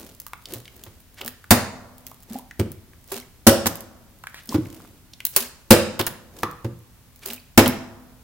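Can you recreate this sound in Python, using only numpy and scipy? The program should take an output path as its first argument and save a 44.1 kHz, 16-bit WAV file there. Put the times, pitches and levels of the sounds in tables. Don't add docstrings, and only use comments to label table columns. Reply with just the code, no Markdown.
import sys
import numpy as np
from scipy import signal
from scipy.fft import rfft, irfft
from scipy.io import wavfile

SR = 44100
rng = np.random.default_rng(int(sys.argv[2]) if len(sys.argv) > 2 else 0)


def inscribe(sig):
    pcm = np.round(np.clip(np.atleast_2d(sig).T, -1, 1) * 32767)
    wavfile.write(sys.argv[1], SR, pcm.astype(np.int16))


N = 362943


def amp(db):
    return 10 ** (np.asarray(db) / 20)


def unit_rms(x):
    return x / np.sqrt(np.mean(x ** 2) + 1e-20)


def lookup(rows, hz, column=1):
    table = np.transpose(rows)
    return np.interp(np.log(hz + 1), np.log(table[0] + 1), table[column])


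def add(mix, start_s, sound):
    part = mix[:, max(round(start_s * SR), 0):][:, :sound.shape[-1]]
    part += sound[..., :part.shape[1]]


def colour(x, spectrum):
    size = x.shape[-1]
    gain = amp(lookup(spectrum, np.fft.rfftfreq(size, 1 / SR)))
    return unit_rms(irfft(rfft(x) * gain, size))


def band_noise(size, hz, octaves, order=1):
    detune = np.log2((np.fft.rfftfreq(size, 1 / SR) + 1) / hz) / octaves
    return unit_rms(irfft(rfft(rng.standard_normal(size)) / (1 + detune ** 2) ** order, size))


def swell(spread_s):
    return np.exp(-.5 * ((np.arange(SR) / SR - .5) / spread_s) ** 2)


# frequency in Hz, correlation between the microphones.
COHERENCE = [(100, 0.68), (700, 0.79), (1400, 0.53), (2800, 0.11)]


def diffuse_noise(size):
    common, opposed = rfft(rng.standard_normal((2, size)))
    angle = np.arccos(lookup(COHERENCE, np.fft.rfftfreq(size, 1 / SR))) / 2
    mid, side = common * np.cos(angle), opposed * np.sin(angle)
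    return irfft(np.array([mid + side, mid - side]), size)


# frequency in Hz, relative density in dB.
HUSH_SPECTRUM = [(12, -61.5), (20, -4.5), (86, 0.5), (204, -10), (480, -21), (8410, -28), (16000, -25.5)]


def room_tone(hush_db=-52, hum_db=-73, hum_hz=252):
    hush = amp(hush_db) * colour(diffuse_noise(N), HUSH_SPECTRUM)
    return hush + amp(hum_db) * band_noise(N, hum_hz, octaves=.005)


# frequency in Hz, impulse response level in dB, T60 in seconds.
ROOM_MODES = [(251.05, -76.5, 1.29)]


def room_resonance(x):
    t = np.arange(2 * SR) / SR
    response = sum(amp(db - 60 * t / t60_s) * np.sin(2 * np.pi * hz * t) for hz, db, t60_s in ROOM_MODES)
    return signal.fftconvolve(x, response)[:N]


# frequency in Hz, level in dB, early and late T60 in seconds.
REVERB_BANDS = [(80, -13, 0.71, 2.3), (270, -16, 0.46, 1.2), (523, -6, 0.31, 1.19), (1200, -5.5, 0.38, 1.2),
                (2880, -7.5, 0.48, 0.69), (7060, -10, 0.42, 0.81), (12000, -9, 0.24, 0.3)]


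def room_tail(late_db=-13, build_s=0.0031):
    hz, t, noise = signal.stft(diffuse_noise(SR), SR, nperseg=256)
    level_db, early_s, late_s = (lookup(REVERB_BANDS, hz, column)[:, None] for column in (1, 2, 3))
    fade = amp(-60 * t / early_s) + amp(late_db - 60 * t / late_s)
    fade *= amp(level_db) / np.sqrt(SR * np.mean(fade ** 2, axis=1, keepdims=True))
    tail = signal.istft(noise * fade, SR, nperseg=256)[1]
    return tail * (1 - np.exp(-(np.arange(tail.shape[1]) / SR / build_s) ** 2))


def reverb(x, paths=4, split_hz=800, rotation_hz=70):
    bass = signal.sosfiltfilt(signal.butter(2, split_hz, fs=SR, output="sos"), x)
    phase = 2 * np.pi * rotation_hz * np.arange(N) / SR
    feeds = [(x - bass) * np.maximum(np.cos(phase + 2 * np.pi * k / paths), 0) for k in range(paths)]
    feeds[0] += bass
    return sum(signal.fftconvolve(feed[None], room_tail(), axes=1)[:, :N] for feed in feeds)


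def direct_path(x, aside_from_s=3.4, aside_to_s=4.4, lag_s=.0001):
    t = np.arange(N) / SR
    aside = (t > aside_from_s) & (t < aside_to_s)
    delayed = np.roll(x[0], round(lag_s * SR))
    return np.array([np.where(aside, delayed, x[0]), x[1]])


# peak time in seconds, spread in seconds, level in dB.
FINGER_SLIDES = [(1.19, 0.01, -42.5), (4.378, 0.024, -44.5), (7.236, 0.0095, -45)]


def scrapes():
    out = np.zeros((2, N))
    for peak_s, spread_s, db in FINGER_SLIDES:
        add(out, peak_s - .5, amp(db) * swell(spread_s) * band_noise(SR, hz=2200, octaves=1))
    return out


def wall_noise(size, shared=0.2):
    return np.sqrt(shared) * rng.standard_normal(size) + np.sqrt(1 - shared) * diffuse_noise(size)


# frequency in Hz, relative density in dB.
SNAP_SPECTRUM = [(500, -15.5), (4000, -0.5), (10000, 3), (14500, 9)]


def snap(decay_s, size=4096):
    t = np.arange(size) / SR
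    edge = 1 + 2 * np.exp(-t / .0005)
    return colour(wall_noise(size, shared=0.48), SNAP_SPECTRUM) * np.exp(-t / decay_s) * edge


def crinkle(decay_s=0.0032, run_s=0.019, after_db=-11):
    out = np.zeros((2, 8192))
    add(out, 0, snap(decay_s))
    for delay_s in run_s * rng.random(2):
        add(out, delay_s, amp(after_db) * snap(decay_s / 2))
    return out


def faint_crackles(move_db=-42, stray_db=-52, per_move=7, stray_count=24):
    out = np.zeros((2, N))
    moves = [(peak_s + 2 * spread_s * offset, move_db)
             for peak_s, spread_s, *_ in slosh_events() for offset in rng.uniform(-2.1, 1, per_move)]
    strays = [(start_s, stray_db) for start_s in rng.uniform(0, N / SR, stray_count)]
    for start_s, max_db in moves + strays:
        add(out, start_s, amp(max_db - 10 * abs(rng.standard_normal())) * crinkle())
    return out


# start in seconds, level in dB.
CREASES = [(0.201, -28), (0.266, -30), (0.456, -43), (0.537, -24), (0.838, -36), (1.248, -31.5),
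           (1.2617, -27), (1.279, -23), (1.291, -36), (2.067, -28), (2.333, -34), (2.387, -34.5),
           (2.718, -34), (3.756, -28), (3.807, -31.5), (4.474, -41.5), (4.746, -41), (5.252, -10),
           (5.719, -12), (6.012, -24), (6.0665, -17.5), (6.079, -23), (6.513, -40), (7.26, -21.5),
           (7.334, -25.5), (7.344, -37), (7.679, -17.5)]


def creases():
    out = np.zeros((2, N))
    for start_s, db in CREASES:
        add(out, start_s, amp(db) * crinkle())
    return out


# start in seconds, centre in Hz, level in dB.
PITCHED_TICKS = [(0.266, 1100, -34.5), (0.334, 1320, -25), (0.456, 4330, -29.5), (0.655, 3240, -38),
                 (0.679, 2650, -36.5), (0.837, 3180, -42.5), (1.214, 3010, -24.5), (1.279, 1790, -29.5),
                 (1.442, 1390, -36.5), (2.116, 1100, -37), (2.511, 1810, -32), (2.934, 1660, -46),
                 (4.238, 1348, -30), (4.27, 1650, -25), (4.344, 1950, -30.5), (4.491, 4800, -25),
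                 (4.657, 1910, -40), (4.802, 1210, -42.5), (4.849, 950, -42), (5.135, 4070, -35),
                 (5.204, 2410, -28.5), (6.013, 2960, -18.5), (6.4315, 2170, -29.5), (6.433, 1070, -11),
                 (7.303, 3155, -27.5), (7.371, 2800, -51), (7.66, 2760, -15.5)]


def pitched_ticks(decay_s=0.003, edge_db=-12, size=4096):
    out = np.zeros((2, N))
    fade = np.exp(-np.arange(size) / SR / decay_s)
    for start_s, hz, db in PITCHED_TICKS:
        resonance = unit_rms(band_noise(size, hz, octaves=.42) * fade) * np.sqrt(np.mean(fade ** 2))
        add(out, start_s, amp(db) * (resonance + amp(edge_db) * snap(decay_s / 2)))
    return out


# frequency in Hz, relative density in dB.
SPRAY_SPECTRUM = [(300, -17), (1500, 0.5), (3500, 3.5), (10000, 1.5), (15000, 2.5)]


def spray(drops_per_s=400, splat_s=.0007, wash=0.93):
    hits = rng.random(SR) < drops_per_s / SR
    drops = hits * amp(4.5 * np.minimum(rng.exponential(1, SR), 3))
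    splats = signal.lfilter([1], [1, -np.exp(-1 / (splat_s * SR))], drops)
    fizz = colour((splats + wash) * wall_noise(SR), SPRAY_SPECTRUM)
    clumps = amp(3 * band_noise(SR, hz=50, octaves=.6))
    return fizz * clumps


# peak time in seconds, spread in seconds, gurgle level in dB.
WATER_SWELLS = [(0.01, 0.076, -46.5), (0.539, 0.038, -42), (0.799, 0.11, -56), (2.09, 0.029, -57),
                (2.343, 0.036, -44.5), (4.522, 0.018, -36.5), (4.719, 0.16, -52.5), (6.39, 0.037, -47.5)]


def slosh_events(swell_hz=274, swell_spray_db=-1.5, flip_hz=447, flip_db=-44.5):
    swells = [(peak_s, spread_s, db, db + swell_spray_db, swell_hz)
              for peak_s, spread_s, db in WATER_SWELLS]
    flung = [(start_s + WATER_LAG_S, WATER_SPREAD_S, flip_db, spray_db, flip_hz)
             for start_s, _, _, spray_db, _ in WRIST_FLICKS]
    return swells + flung


def sloshes():
    out = np.zeros((2, N))
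    for peak_s, spread_s, gurgle_db, spray_db, gurgle_hz in slosh_events():
        fizz = amp(spray_db) * spray()
        gurgle = amp(gurgle_db) * band_noise(SR, gurgle_hz, octaves=1.7, order=2)
        slosh = swell(spread_s) * (gurgle + fizz)
        skip = max(round((.5 - peak_s) * SR), 0)
        add(out, peak_s - .5, slosh[:, skip:])
    return out


def glug(hz, db, swell_cycles=1.92, rise=0.031, size=SR):
    age = np.arange(size) / SR * hz / swell_cycles
    phase = 2 * np.pi * np.cumsum(hz * (1 + rise * age)) / SR
    return amp(db) * age * np.exp(1 - age) * np.sin(phase)


# start in seconds, pitch in Hz, level in dB.
AIR_POCKETS = [(0.526, 336, -31.5), (0.552, 110.5, -36.5), (1.5155, 221, -5), (1.565, 215, -22.5),
               (2.304, 214, -29.5), (2.35, 237, -27.5), (2.356, 730, -26.5), (2.393, 880, -36.5),
               (2.605, 325, -22.5), (4.489, 227, -29.5), (4.524, 960, -25), (4.543, 285.5, -10),
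               (4.583, 295, -15.5), (5.996, 324, -22), (7.593, 240, -24), (7.616, 255, -14),
               (7.683, 225.5, -17.5)]


def air_pockets():
    out = np.zeros((2, N))
    for start_s, hz, db in AIR_POCKETS:
        add(out, start_s, glug(hz, db))
    return out


# start in seconds, then rattle, crack, spray and gulp levels in dB.
WRIST_FLICKS = [(1.209, -33, -32, -59, -45), (3.117, -27, -19, -35.5, -28.5),
                (5.362, -16.5, 2.5, -32.5, -29.5), (7.256, -41, -34, -35.5, -38)]
WATER_LAG_S, WATER_SPREAD_S = 0.04, 0.034


def flips(neck_hz=390, belly_hz=225, belly_db=-38, decay_s=0.0086):
    out = np.zeros((2, N))
    for start_s, rattle_db, crack_db, _, gulp_db in WRIST_FLICKS:
        add(out, start_s, shell_crush(rattle_db, crack_db, decay_s, SNAP_SPECTRUM))
        add(out, start_s, glug(neck_hz, gulp_db, swell_cycles=4, rise=0))
        add(out, start_s + WATER_LAG_S, glug(belly_hz, belly_db, swell_cycles=4))
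    return out


def droplets(centre_hz=3600, below_spray_db=3, count=10):
    out = np.zeros((2, N))
    for flip_s, _, _, spray_db, _ in WRIST_FLICKS:
        for jitter, pitch, faintness in rng.standard_normal((count, 3)):
            start_s = flip_s + 2 * WATER_LAG_S + WATER_SPREAD_S * jitter
            hz = centre_hz * 2 ** (pitch / 2)
            db = spray_db - below_spray_db - 10 * abs(faintness)
            add(out, start_s, glug(hz, db, swell_cycles=4, size=2048))
    return out


def churn(centre_hz=235, below_blow_db=9, max_db=-30, fade_db=-16, lag_s=0.0151, span_s=0.096, count=18):
    out = np.zeros((2, N))
    for start_s, blow_db, *_ in BOTTLE_KNOCKS:
        for k, (jitter, pitch) in enumerate(rng.random((count, 2))):
            progress = (k + jitter) / count
            hz = centre_hz * 2 ** (2 * (pitch - .5) - progress / 2)
            db = min(blow_db - below_blow_db, max_db) + fade_db * progress
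            add(out, start_s + lag_s + span_s * progress, glug(hz, db, rise=0, size=8192))
    return out


# start in seconds, centre in Hz, level in dB.
RINGING_KNOCKS = [(3.467, 560.2, -6), (5.7075, 553, -6), (6.432, 1152, -22.5)]


def bottle_rings(t60_s=0.32, octaves=0.23, count=9):
    out = np.zeros((2, N))
    t = np.arange(SR) / SR
    for start_s, centre_hz, db in RINGING_KNOCKS:
        cluster = np.zeros(SR)
        for offset in 2 * (np.arange(count) + rng.random(count)) / count - 1:
            hz = centre_hz * 2 ** (octaves * offset)
            cluster += (1 - abs(offset) / 2) * np.sin(2 * np.pi * (hz * t + rng.random()))
        add(out, start_s, amp(db - 60 * t / t60_s) * cluster / np.sqrt(count))
    return out


# mode frequency in Hz, relative level in dB, T60 in seconds.
COUNTER_MODES = [(78.5, -11, 0.24), (102.8, -5, 0.36), (141.7, -15.5, 0.74), (227, -0.5, 0.11),
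                 (244.4, -5, 0.12), (313, -8, 0.37), (347.6, -3, 0.34), (423, -12, 0.4), (485.6, -12, 0.35),
                 (553, -9.5, 0.18), (886, -16.5, 0.11)]


def counter_thud(db, tilt_db_per_octave, contact_s=0.00035, damping=0.76, settle_s=0.04):
    t = np.arange(SR) / SR
    ring = np.zeros(SR)
    for k, (hz, mode_db, t60_s) in enumerate(COUNTER_MODES):
        fade = amp(mode_db + tilt_db_per_octave * np.log2(hz / 240) - 60 * t / t60_s)
        ring += (-1) ** k * fade * np.sin(2 * np.pi * hz * t)
    attack = 1 - np.exp(-t / contact_s)
    settling = 1 + damping * (2 * np.exp(-t / settle_s) - 1)
    return amp(db) * ring * attack * settling


# frequency in Hz, relative density in dB.
RATTLE_SPECTRUM = [(100, -7), (300, -5.5), (800, 1), (2500, -8), (5000, -14), (9000, -25.5)]


def shell_crush(rattle_db, crack_db, decay_s, crack_spectrum, size=16384):
    t = np.arange(size) / SR
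    buckles = unit_rms(amp(4.5 * band_noise(size, hz=220, octaves=.7)))
    rattle = colour(wall_noise(size), RATTLE_SPECTRUM) * np.exp(-t / decay_s)
    crack = colour(wall_noise(size), crack_spectrum) * np.exp(-t / (0.81 * decay_s))
    attack = 1 - np.exp(-t / (0.15 * decay_s))
    return (amp(rattle_db) * rattle + amp(crack_db) * crack) * buckles * attack


# frequency in Hz, relative density in dB.
CRACK_SPECTRUM = [(300, -36.5), (2000, -11), (5000, -1), (9000, -2.5), (14000, -2.5)]
# blow in dB, thud tilt in dB per octave, rattle decay in seconds.
BLOW_RESPONSE = [(-29, 0.5, 0.0082), (-14.5, -6, 0.014), (-4.5, 3, 0.014)]
# start in seconds, blow in dB, note in Hz, rattle in dB, crack in dB.
BOTTLE_KNOCKS = [(0.864, -49, 98.5, -38.5, -57), (1.507, -16, 214, -1.5, 1.5),
                 (2.5942, -18.5, 344.4, -25, -27), (3.468, -7.5, 212.5, -2.5, 4),
                 (3.657, -28, 215, -16.5, -24), (3.667, -33.5, 236, -19.5, -8.5),
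                 (4.543, -21, 300, -23, -29.5), (5.7066, -6, 206.6, 1.5, 2.5),
                 (5.993, -25.5, 349, -12, -19), (6.0676, -42, 341.4, -18.5, -22.5),
                 (6.432, -29.5, 444, -21, -42), (6.645, -27.5, 112.2, -30.5, -38),
                 (7.576, -5.5, 228.7, 1, -1), (7.661, -24, 220, -15, -31)]


def knocks(note_over_blow_db=4, tick_below_crack_db=7):
    out = np.zeros((2, N))
    blows_db, tilts, decays_s = np.transpose(BLOW_RESPONSE)
    for start_s, blow_db, note_hz, rattle_db, crack_db in BOTTLE_KNOCKS:
        tilt = np.interp(blow_db, blows_db, tilts)
        decay_s = np.interp(blow_db, blows_db, decays_s)
        add(out, start_s, counter_thud(blow_db, tilt))
        add(out, start_s, -glug(note_hz, blow_db + note_over_blow_db, swell_cycles=1.65))
        add(out, start_s, shell_crush(rattle_db, crack_db, decay_s, CRACK_SPECTRUM))
        add(out, start_s, amp(crack_db - tick_below_crack_db) * snap(decay_s=0.0038))
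    return out


def scene(balance_db=0.3):
    impacts = knocks() + bottle_rings() + flips()
    water = sloshes() + air_pockets() + churn() + droplets()
    small_sounds = pitched_ticks() + creases() + faint_crackles() + scrapes()
    bottles = impacts + water + small_sounds
    background = room_tone()
    mono = bottles.mean(0)
    in_room = direct_path(bottles) + reverb(mono) + room_resonance(mono)
    return background + in_room * amp([[-balance_db], [balance_db]])


def record(dry, knee=5, cutoff_hz=16100):
    clipped = dry / (1 + abs(dry) ** knee) ** (1 / knee)
    lowpass = signal.firwin(511, cutoff_hz, window=("kaiser", 8), fs=SR)
    return signal.oaconvolve(clipped, lowpass[None], "same")


dry = scene()
out = record(dry)
inscribe(out)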